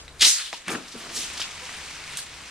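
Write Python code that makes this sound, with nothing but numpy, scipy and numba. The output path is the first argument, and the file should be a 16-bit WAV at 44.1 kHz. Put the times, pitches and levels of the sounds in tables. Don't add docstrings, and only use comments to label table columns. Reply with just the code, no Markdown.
import sys
import numpy as np
from scipy import signal
from scipy.fft import rfft, irfft
from scipy.io import wavfile
from scipy.ndimage import uniform_filter1d
from numba import njit

SR = 44100
rng = np.random.default_rng(int(sys.argv[2]) if len(sys.argv) > 2 else 0)


def unload_audio(sound):
    columns = np.transpose(np.atleast_2d(sound))
    steps = np.round(np.clip(columns, -1, 1) * 32767)
    wavfile.write(sys.argv[1], SR, steps.astype(np.int16))


def natural_amplitude(level_db):
    exponent = np.asarray(level_db, float) / 20
    return 10 ** exponent


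N = 110250
T = np.arange(N) / SR


def logf(table, hz):
    a = np.array(table, float)
    return np.interp(np.log(np.maximum(hz, 1)), np.log(a[:, 0]), a[:, 1])


def unit(x):
    return x / np.sqrt(np.mean(x ** 2))


def colour(x, table):
    hz = np.arange(N // 2 + 1) * SR / N
    return unit(irfft(rfft(x) * natural_amplitude(logf(table, hz)), N))


@njit
def svf(x, hz, width):
    y, b, l = np.empty(len(x)), 0., 0.
    for i in range(len(x)):
        g = np.tan(np.pi * hz[i] / SR)
        k = width[i] / hz[i]
        v = (b + g * (x[i] - l)) / (1 + g * (g + k))
        b = 2 * v - b
        l = l + 2 * g * v
        y[i] = k * v
    return y


def band(x, hz, width):
    return signal.lfilter(*signal.iirpeak(hz, hz / width, fs=SR), x)


def above(x, hz):
    return signal.sosfilt(signal.butter(4, hz, "high", fs=SR, output="sos"), x)


def walk(rate):
    k = max(int(SR / rate), 1)
    stairs = rng.standard_normal(N)[np.arange(N) // k]
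    return unit(uniform_filter1d(uniform_filter1d(stairs, k), k))


def grit(share, spread_db):
    clicks = rng.standard_normal(N) * (rng.random(N) < share)
    return clicks * natural_amplitude(spread_db * np.minimum(rng.exponential(size=N), 4))


def swell(t, rise, t60):
    rising_db = -20 * (t - T) / max(rise, 1e-3)
    falling_db = -60 * (T - t) / max(t60, 5e-3)
    return natural_amplitude(np.where(T < t, rising_db, falling_db))


def curve(table, start_db=-90):
    a = np.array(table, float)
    return natural_amplitude(np.interp(T, a[:, 0], a[:, 1], left=start_db))


def town():
    # frequency in Hz, level in dB per Hz.
    town_colour = [(20, -7), (40, 5), (120, -13), (300, -7.5), (700, -10.5), (1500, -9.5), (9000, -22),
                   (14000, -31)]
    # frequency in Hz, width in Hz, level in dB.
    engine_tones = [(69.5, 11.4, -0.5), (143, 24, -5)]
    # time in seconds, level in dB.
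    hum_course = [
        (0.0, -69),
        (0.02, -62),
        (0.25, -58),
        (0.28, -67),
        (0.72, -65),
        (0.75, -55),
        (0.91, -62),
        (0.94, -57.5),
        (2.5, -55.5),
    ]
    air = natural_amplitude(-55 + 1.0 * walk(0.85)) * colour(rng.standard_normal(N), town_colour)
    hum = 0
    for hz, width, db in engine_tones:
        hum = hum + natural_amplitude(db + .5 * walk(2.7)) * unit(band(rng.standard_normal(N), hz, width))
    return air + curve(hum_course) * hum


def snaps():
    # start in seconds, peak in dB, pitch in Hz, t60 in seconds.
    clean_snaps = [(.0022, -40.5, 3200, 0.0044), (0.0799, -35, 2160, .006), (0.0806, -36.5, 3950, 0.012),
                   (.084, -48, 4030, 0.017), (0.091, -42, 3900, .015), (.5297, -22, 2180, 0.0065),
                   (.5297, -21, 5000, .006), (.5297, -20.5, 750, 0.017), (0.5285, -17, 1330, 0.003),
                   (.5297, -26, 3300, .005), (.5297, -34, 6360, .005), (.5345, -22, 3900, 0.0062),
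                   (0.536, -21, 880, 0.012), (.54, -32.5, 930, 0.063), (.5785, -30, 5940, .008),
                   (.674, -33, 185, 0.14), (0.6825, -20, 8900, 0.0078), (0.6802, -19, 2300, .01),
                   (.687, -23, 1700, 0.033), (.7165, -19, 2300, 0.013), (0.691, -28, 243, 0.13),
                   (0.707, -24, 447, 0.085), (0.716, -23.5, 305, 0.035), (.737, -25.5, 234, 0.055),
                   (0.75, -24.5, 254, 0.05), (.759, -26, 274, 0.042), (0.774, -45, 232, 0.11),
                   (0.801, -38, 265, 0.095), (.942, -32.5, 329, 0.044), (.96, -35.5, 228, 0.17),
                   (1.397, -20, 3170, .008), (1.4166, -15.5, 3100, .007), (1.418, -28, 4700, .006),
                   (1.442, -21, 2700, 0.0099), (2.153, -30, 2770, 0.0096), (2.1722, -20.5, 4000, .006),
                   (2.1722, -21, 6000, .005), (2.1722, -19.5, 8600, .007), (2.1722, -27, 10300, .005),
                   (2.1722, -29, 12300, .004), (2.1722, -29, 14700, .004), (2.1748, -24, 7700, .012),
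                   (2.203, -23.5, 8950, .008), (2.188, -28.5, 1630, 0.026), (1.4225, -29, 2660, .01),
                   (1.425, -31, 5140, .008)]
    # start in seconds, peak in dB, pitch in Hz, t60 in seconds.
    hard_cracks = [
        (.5297, -11, 2400, .0018),
        (2.1722, -17, 7000, .001),
        (.6815, -17, 3500, .0015),
    ]
    out = 0
    for t, db, hz, t60 in [*clean_snaps, *hard_cracks]:
        u = np.maximum(T - t, 0)
        out = out + above(natural_amplitude(db - 60 * u / t60) * np.sin(2 * np.pi * hz * u), hz / 4)
    return out


def spurts():
    # peak in seconds, rise in seconds, fall t60 in seconds, level in dB, centre in Hz.
    seal_puffs = [
        (.048, 0.0036, 0.085, -55, 5100),
        (.081, .001, 0.045, -50, 2980),
        (0.212, .004, 0.017, -10.5, 3920),
        (0.22, 0.005, 0.14, -7.5, 4360),
        (0.227, 0.012, 0.05, -7.5, 3190),
        (0.2505, 0.0025, 0.038, -7.5, 3970),
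        (.29, 0.054, 0.34, -18, 6500),
        (.4, 0.11, 0.26, -34, 1900),
        (.228, .01, 0.13, -47, 90),
    ]
    # peak in seconds, rise in seconds, fall t60 in seconds, level in dB, centre in Hz.
    foam_spurts = [(.54, 0.033, 0.16, -32, 3460), (.575, 0.0083, 0.078, -48, 3970),
                   (.682, 0.0011, 0.023, -38, 5930), (.704, 0.0027, 0.019, -33, 4850),
                   (0.715, 0.025, 0.15, -27.5, 6230), (0.734, 0.0039, 0.032, -43, 5000),
                   (0.699, 0.055, 0.1, -27.5, 2360), (0.757, 0.06, 0.019, -28, 1570),
                   (0.884, 0.013, 0.081, -41, 4930), (.925, 0.024, 0.13, -39.5, 4500),
                   (1.169, 0.044, 0.41, -26, 5480), (1.233, 0.13, 0.24, -30.5, 3550),
                   (1.3, .02, 0.11, -52, 4000), (1.377, 0.011, 0.079, -30, 3900),
                   (1.403, 0.0047, 0.12, -28, 3860), (1.424, 0.035, 0.077, -30, 3630),
                   (1.691, 0.013, 0.041, -45, 2330), (1.12, 0.045, 0.23, -48, 2070),
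                   (.98, 0.033, 0.55, -47.5, 8400), (2.172, 0.0029, 0.22, -32, 7100),
                   (2.191, 0.039, 0.1, -33, 4340)]
    air = (rng.standard_normal(N) + 0.23 * unit(grit(0.033, 2.6))) * natural_amplitude(walk(200))
    out = 0
    for rows, breadth in ((seal_puffs, 0.81), (foam_spurts, 1.0)):
        for t, rise, t60, db, hz in rows:
            broad = band(air, hz, 2.43 * breadth * hz)
            burst = above(band(broad, hz, 0.67 * breadth * hz), 0.34 * hz)
            out = out + natural_amplitude(db) * unit(burst) * swell(t, rise, t60)
    return out


def jet():
    # time in seconds, level in dB, whistle centre in Hz.
    jet_course = [
        (.194, -43, 4060),
        (.197, -43, 4330),
        (.218, -34, 3700),
        (.236, -14, 3600),
        (.252, -14, 4250),
        (.272, -13, 6000),
        (.36, -28, 4500),
        (.47, -33, 3370),
        (.6, -65, 3300),
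    ]
    # frequency in Hz, level in dB per Hz.
    jet_colour = [(150, -23), (1000, -5), (2200, 6.5), (4000, 10), (6000, -4), (8800, 6.5), (10500, -11),
                  (14000, -15)]
    course = np.array(jet_course)
    hz = np.interp(T, course[:, 0], course[:, 2]) * (1 + 0.05 * walk(43))
    gas = colour(rng.standard_normal(N), jet_colour) * natural_amplitude(0.5 * walk(249))
    whistle = unit(svf(rng.standard_normal(N), hz, .4 * hz)) * natural_amplitude(walk(120))
    spray = colour(grit(0.053, 1.1), jet_colour)
    mix = unit(gas + natural_amplitude(9) * whistle + natural_amplitude(2) * spray)
    return mix * curve(jet_course) * (T < course[-1, 0] + .05)


def rail():
    # peak in seconds, rise in seconds, fall t60 in seconds, level in dB.
    base_rubs = [
        (0.225, 0.017, 0.079, -30.5),
        (0.269, 0.0098, 0.068, -33.5),
        (0.682, 0.0095, 0.14, -37),
        (0.695, 0.022, 0.17, -35),
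        (0.727, 0.059, 0.11, -30),
        (0.761, 0.047, 0.3, -32.5),
        (0.944, 0.0074, 0.15, -41.5),
        (1.06, 0.12, 0.64, -41),
        (1.171, 0.026, 0.4, -39),
    ]
    # frequency in Hz, width in Hz, level in dB.
    rail_modes = [(185, 14, -9), (244.7, 6, -9), (321, 89, 2), (444, 53, -6), (645, 320, -1),
                  (1150, 290, -1), (1900, 1500, -11)]
    rub = unit(rng.standard_normal(N) * natural_amplitude(walk(149.8)))
    rub = rub * sum(natural_amplitude(db) * swell(t, rise, t60) for t, rise, t60, db in base_rubs)
    ring = 0
    for hz, width, db in rail_modes:
        ring = ring + natural_amplitude(db - 7.5) * np.sqrt(SR / width / np.pi) * band(rub, hz, width)

    u = T - 1.633
    phase = 2 * np.pi * 500 * (u + 1.0 * u ** 2)
    tone = np.sin(phase) + natural_amplitude(-2) * np.sin(2 * phase)
    glug = natural_amplitude(-42) * np.exp(-(u / .015) ** 2) * tone
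    return above(ring, 132) + glug


def foam():
    # time in seconds, level in dB.
    foam_flow = [(.6, -42.5), (.66, -49), (.84, -41), (.93, -43.5), (1.0, -40), (1.1, -39), (1.33, -34.5),
                 (1.47, -36), (1.55, -38.5), (1.66, -36), (1.74, -36), (1.85, -38.5), (1.95, -38.5),
                 (2.05, -40), (2.14, -37.5), (2.25, -41.5), (2.5, -42.5)]
    # frequency in Hz, level in dB per Hz.
    foam_colour = [(200, -10), (500, -11), (1000, -9.5), (2300, -4.5), (5000, -10.5), (9000, -16.5),
                   (10500, -29), (14000, -26)]
    pops = 0
    for hz in 900 * 2 ** np.arange(0, 3.6, .25):
        ringing = unit(band(grit(0.034, 4.7), hz, hz / 5)) * np.sqrt(hz)
        pops = pops + ringing * natural_amplitude(logf(foam_colour, hz) + 3.0 * np.minimum(walk(12.5), 1.3))
    fizz = colour(rng.standard_normal(N), foam_colour)
    mix = unit(fizz + natural_amplitude(-2) * unit(pops)) * natural_amplitude(.5 * walk(8.45))
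    fade_in = np.clip((T - .45) / 0.067, 0, 1)
    return mix * curve(foam_flow, foam_flow[0][1]) * fade_in


def ticks():
    # start in seconds, peak in dB, pitch in Hz, t60 in seconds.
    contacts = [(1.3735, -27, 3300, 0.006), (.682, -12, 1900, 0.011), (0.682, -17, 4440, 0.0098),
                (.704, -18, 1250, 0.0077), (0.718, -20, 2230, 0.007), (0.736, -17, 2500, .01),
                (0.754, -24.5, 1180, 0.032), (0.941, -32.5, 212, 0.11), (0.951, -30.5, 393, 0.05),
                (1.066, -36, 1290, 0.014), (1.398, -20, 780, 0.008), (1.654, -23, 3980, .004),
                (1.693, -23.5, 1500, 0.017), (1.4045, -27, 3970, 0.008)]
    out = 0
    for t, db, hz, t60 in contacts:
        u = np.maximum(T - t, 0)
        envelope = natural_amplitude(db - 8 - 60 * u / t60) * (1 - np.exp(-2 * u * hz))
        spread = 0.15 + 0.237 * min(hz / 3000, 1)
        for step, chance in zip(np.linspace(-1, 1, num=5), rng.standard_normal(5)):
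            partial_hz = min(hz * np.exp(spread * (step + 0.19 * chance)), 15000)
            out = out + envelope * np.sin(2 * np.pi * partial_hz * u)
    return above(out, 220)


def scene():
    # frequency in Hz, level in dB.
    mic_response = [(20, 5), (9000, 4.5), (10500, 1.5), (14500, -5)]
    # frequency in Hz, left minus right in dB.
    port_balance = [(60, 3), (500, 2), (1000, 2), (4000, 2.5), (7000, -1), (9000, -19), (11500, 22),
                    (14000, 20)]
    # frequency in Hz, level in dB relative to the sum.
    lagging_part = [(60, -30), (500, -22), (2000, -20), (5000, -14), (8500, -6), (13000, -5)]
    # frequency in Hz, level in dB relative to the sum.
    scattered_part = [(60, -18), (200, -22), (600, -14), (1200, -11), (2500, -9.5), (5000, -5),
                      (8500, -2.5), (13000, -1.5)]
    mid = rfft(town() + snaps() + spurts() + jet() + rail() + foam() + ticks())
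    hz = np.arange(len(mid)) * SR / N
    mid = mid * natural_amplitude(logf(mic_response, hz))

    delay = .015 * np.abs(1 + 1.0 * walk(40.0)[:len(mid)])
    scatter = np.exp(-2j * np.pi * np.cumsum(delay) * SR / N)
    g = natural_amplitude(logf(port_balance, hz))
    balance = (g - 1) / (g + 1)
    lag = -1j * natural_amplitude(logf(lagging_part, hz))
    side = mid * (balance + lag + natural_amplitude(logf(scattered_part, hz)) * scatter)
    return irfft(np.array([mid + side, mid - side]), N, axis=1)


def band_limit(x):
    return signal.sosfilt(signal.butter(12, 14970, fs=SR, output="sos"), x)


def record(dry):
    duck_db, release_s, knee_db = -8, .1, -36
    keep = np.exp(-1 / (release_s * SR))
    power = np.mean(dry ** 2, axis=0)
    loud = signal.lfilter([1 - keep], [1, -keep], power) / natural_amplitude(2 * knee_db)
    x = dry * natural_amplitude(duck_db * loud / (1 + loud))
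    x = x / (1 + np.abs(x / .8) ** 6) ** (1 / 6)
    top_cut = signal.cheby2(10, 40, 14900, fs=SR, output="sos")
    return band_limit(signal.sosfilt(top_cut, x))


dry = scene()
out = record(dry)
unload_audio(out)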